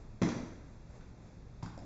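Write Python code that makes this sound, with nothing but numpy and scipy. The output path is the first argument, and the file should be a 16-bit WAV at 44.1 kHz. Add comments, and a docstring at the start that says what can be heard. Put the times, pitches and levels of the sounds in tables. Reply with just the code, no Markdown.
"""Footfalls in a bare hallway

Trainers land on a hard floor with one loud, flat-footed thud; later a foot is set down and shifted.
Each impact thumps the floor and slaps the sole, the weight excites low modes, and the room reverberates.
Clothes rustle as the leg swings, and the tread chirps as it grips. A small camera a few metres away
hears it all over a low room rumble, with two narrow notches in its treble."""
import sys
import numpy as np
from scipy import signal
from scipy.fft import rfft, irfft, next_fast_len
from scipy.io import wavfile

SR = 44100
rng = np.random.default_rng(int(sys.argv[2]) if len(sys.argv) > 2 else 0)


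def log_audio(samples):
    """Write samples as a 16-bit WAV file to the path given in sys.argv[1]."""
    # one column per channel
    frames = np.atleast_2d(samples).T
    # limit to full scale, then quantise
    limited = np.clip(frames, -1, 1)
    pcm = np.round(limited * 32767).astype(np.int16)
    wavfile.write(sys.argv[1], SR, pcm)


N = 81585
T = np.arange(N) / SR
SIZE = next_fast_len(2 * N)
HZ = np.fft.rfftfreq(SIZE, 1 / SR)


def amp(db):
    """Amplitude ratio of a level in decibels."""
    return 10 ** (np.asarray(db) / 20)


def along(points, hz):
    """Interpolation of (frequency, value) points on a logarithmic frequency axis."""
    freqs, values = np.transpose(points)
    return np.interp(np.log(hz + 1), np.log(freqs + 1), values)


def filtered(x, response):
    """Linear filtering: the spectrum of x times a frequency response."""
    return irfft(rfft(x, SIZE) * response, SIZE)[:N]


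def normed(x):
    """Normalisation to unit energy."""
    return x / np.sqrt(np.sum(x ** 2) + 1e-20)


def minimum_phase(points):
    """Causal response with the given (frequency, level) spectrum, by folding the cepstrum."""
    cepstrum = irfft(along(points, HZ) * np.log(10) / 20, SIZE)
    cepstrum[1:SIZE // 2] *= 2
    cepstrum[SIZE // 2 + 1:] = 0
    return np.exp(rfft(cepstrum))


def resonance(hz, width_hz):
    """Band-pass response of a damped oscillator, with unit gain at its peak."""
    return 1j * HZ * width_hz / (hz ** 2 - HZ ** 2 + 1j * HZ * width_hz)


def noise(points):
    """Spectrally shaped Gaussian noise of unit rms."""
    return np.sqrt(N) * normed(filtered(rng.standard_normal(N), amp(along(points, HZ))))


def burst(decay_s):
    """A noise transient with a quick rise and an exponential decay."""
    return rng.standard_normal(N) * np.sqrt(T / decay_s) * np.exp(-T / decay_s)


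def add(track, onset_s, x):
    """Superposition of x on the track from its onset."""
    start = int(np.clip(round(onset_s * SR), 0, N - 1))
    track[start:] += x[:N - start]


def in_room(x, direct_db, near_gain):
    """Reverberation: direct sound, strong echoes from near walls, then a diffuse tail; unit energy."""
    # reverberation time of the hallway: (frequency [Hz], T60 [s])
    room_t60 = [(60, 0.62), (200, 0.86), (600, 0.94), (2000, 0.89), (5000, 0.77), (8000, 0.81)]
    build_s, near_walls_s = 0.0028, 0.024  # time constants
    hz, t, spectra = signal.stft(rng.standard_normal(N), SR, nperseg=256)
    decay = amp(-60 * t / along(room_t60, hz)[:, None])
    tail = signal.istft(spectra * decay, SR, nperseg=256)[1][:N]
    build_up = 1 - np.exp(-T / build_s)
    early_boost = 1 + near_gain * np.exp(-T / near_walls_s)
    impulse_response = normed(tail * build_up * early_boost)
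    impulse_response[0] += amp(direct_db)  # direct-to-reverberant ratio
    return normed(filtered(x, rfft(impulse_response, SIZE)))


def rumble(level_db):
    """Stationary background noise of the room, strongest in the bass."""
    # rumble spectrum: (frequency [Hz], relative level [dB])
    spectrum = [(10, -20.5), (22, 6.5), (32, 3), (44, -5.5), (60, 6.5), (80, -6.5), (110, 3), (150, -4.5),
                (230, -8.5), (300, -13.5), (500, -18), (1000, -26), (2000, -32), (2600, -34), (3000, -40),
                (3500, -35.5), (4500, -38), (6000, -40.5), (8000, -43.5)]
    return amp(level_db) * noise(spectrum)


def clothes():
    """Friction noise: shorts and shirt brush as the leg lifts and comes down."""
    # rustle envelope: (time [s], level [dB])
    envelope = [(0, -62), (.2, -80.5), (.7, -65.5), (.85, -70), (.96, -59), (1.06, -68.5), (1.17, -71.5),
                (1.27, -61.5), (1.38, -69.5), (1.55, -87), (1.85, -79)]
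    # spectrum of rubbing cloth: (frequency [Hz], relative level [dB])
    spectrum = [(80, -5.5), (250, -3), (600, -3), (1200, -13), (2400, -19.5), (3000, -22.5), (3700, -26),
                (6000, -23.5), (8000, -22)]
    return amp(np.interp(T, *np.transpose(envelope))) * noise(spectrum)


def soles(gain_db):
    """Impact excitation: floor thud, rubber slap and hollow sole knock; softer contacts thud lower."""
    # sole contacts, in relative levels: (time [s], thud level [dB], thud cutoff [Hz],
    # slap level [dB], slap decay [s], knock level [dB], knock frequency [Hz])
    contacts = [(.2168, -9.5, 900, -20.5, 0.0013, -18, 480), (.2218, -11, 900, -17, 0.0019, -21, 1070),
                (0.2326, -6.5, 230, -22.5, 0.0012, -24, 2000),
                (0.2883, -19, 600, -21.5, 0.0026, -23.5, 597),
                (0.3195, -33, 400, -40.5, 0.0025, -29.5, 1680), (1.01, -45, 300, -43, 0.0025, -45, 1500),
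                (1.6262, -48, 200, -35.5, 0.0019, -30.5, 1000), (1.6292, -22.5, 126, -34, 0.0026, -27, 867),
                (1.6369, -31.5, 200, -40, 0.0018, -36, 850),
                (1.661, -26.5, 130, -37.5, 0.0026, -33.5, 1400), (1.7765, -24, 111, -42, 0.0025, -28, 604),
                (1.7904, -34, 120, -48, 0.0017, -42.5, 650), (1.822, -27, 200, -51, .003, -58, 600)]
    # spectrum of the floor's thud: (frequency [Hz], relative level [dB])
    thud_spectrum = [(20, -21), (50, -10.5), (100, -5), (190, -2), (300, 1.5), (420, -9), (600, -8.5),
                     (800, -15), (2000, -49), (8000, -82)]
    # spectrum of the rubber's slap: (frequency [Hz], relative level [dB])
    slap_spectrum = [(100, -29), (400, -1), (1000, 10), (1400, 2), (2100, 5), (2700, 2.5), (3400, 2),
                     (4100, 1.5), (4900, -5), (6000, 0.5), (6900, -7.5), (7700, -7.5)]
    thud_colour, slap_colour = minimum_phase(thud_spectrum), minimum_phase(slap_spectrum)
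    out = np.zeros(N)
    for onset_s, thud_db, cutoff_hz, slap_db, slap_s, knock_db, knock_hz in contacts:
        cushion = 1 / (1 + 1j * np.sqrt(2) * HZ / cutoff_hz - (HZ / cutoff_hz) ** 2)  # low-pass
        thud = in_room(irfft(thud_colour * cushion, SIZE)[:N], direct_db=-3.5, near_gain=0.47)
        slap = in_room(filtered(burst(slap_s), slap_colour), direct_db=-4, near_gain=0.28)
        sole_response = resonance(knock_hz, width_hz=0.38 * knock_hz) ** 2
        knock = in_room(irfft(sole_response, SIZE)[:N], direct_db=-2.5, near_gain=1.0)
        add(out, onset_s, amp(thud_db) * thud + amp(slap_db) * slap + amp(knock_db) * knock)
    return amp(gain_db) * out


def boom(gain_db):
    """Modal ringing: the weight excites floor and room; a soft step favours the lowest modes."""
    # body weight coming onto the floor: (time [s], relative level [dB], contact cutoff [Hz])
    loads = [(0.2174, -29.5, 422), (1.6296, -36.5, 130)]
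    # low modes of floor and room: (frequency [Hz], relative level [dB], T60 [s])
    modes = [(107.4, 2, 0.29), (120.8, -13.5, 0.24), (165.5, -1, 0.33), (175.8, -2.5, 0.66),
             (197.1, -2.5, .35), (214.7, -14, 0.2), (241.3, -3.5, 0.72), (289.8, -11.5, 0.56),
             (332.5, -1.5, 0.49), (398, -8.5, 0.39), (450, -7, 0.59)]
    rise_s = 0.001
    out = np.zeros(N)
    for onset_s, load_db, cutoff_hz in loads:
        ring = np.zeros(N)
        for hz, mode_db, t60 in modes:
            envelope = amp(mode_db + rng.normal(0, 1) - 60 * T / t60)
            cushion = 1 / np.hypot(1, (hz / cutoff_hz) ** 2)
            ring += envelope * cushion * np.sin(2 * np.pi * hz * T + rng.uniform(0, 2 * np.pi))
        add(out, onset_s, amp(load_db) * ring * (1 - np.exp(-T / rise_s)))
    return amp(gain_db) * out


def scuffs(gain_db):
    """Friction-excited resonance: the rubber tread gives tiny two-note chirps as the foot settles."""
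    # tread gripping the floor: (time [s], relative level [dB], lower note [Hz])
    grips = [(1.629, -38, 4980), (1.64, -45.5, 4850), (1.659, -43, 5000), (1.777, -45.5, 5320),
             (1.789, -45.5, 5020)]
    width_hz, upper_ratio, upper_db = 650, 1.4, -2.5
    out = np.zeros(N)
    for onset_s, db, hz in grips:
        lower = resonance(hz, width_hz) ** 2
        upper = amp(upper_db) * resonance(hz * upper_ratio, width_hz) ** 2
        chirp = filtered(burst(decay_s=0.0016), lower + upper)
        add(out, onset_s, amp(db) * in_room(chirp, direct_db=1, near_gain=0.64))
    return amp(gain_db) * out


def scene():
    """Superposition of feet, clothes and room rumble in one channel."""
    feet = soles(gain_db=8) + scuffs(gain_db=7.5) + boom(gain_db=-1.5)
    return (feet + clothes() + rumble(level_db=-51))[None]


def record(dry):
    """Frequency response of the camera: a treble peak, two narrow notches and a steep band limit."""
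    # two-stage notch filters: (frequency [Hz], stage bandwidth [Hz], stage depth [0-1])
    notches = [(3010, 320, .5), (6000, 190, .88)]
    top_hz = 7640
    peak = 1 + 1.46 * resonance(hz=6075, width_hz=330)  # surrounds the upper notch
    dips = np.prod([(1 - depth * resonance(hz, width)) ** 2 for hz, width, depth in notches], axis=0)
    low_pass = 1 / np.sqrt(1 + (HZ / top_hz) ** 400)
    return filtered(dry[0], peak * dips * low_pass)[None]


dry = scene()
out = record(dry)
log_audio(out)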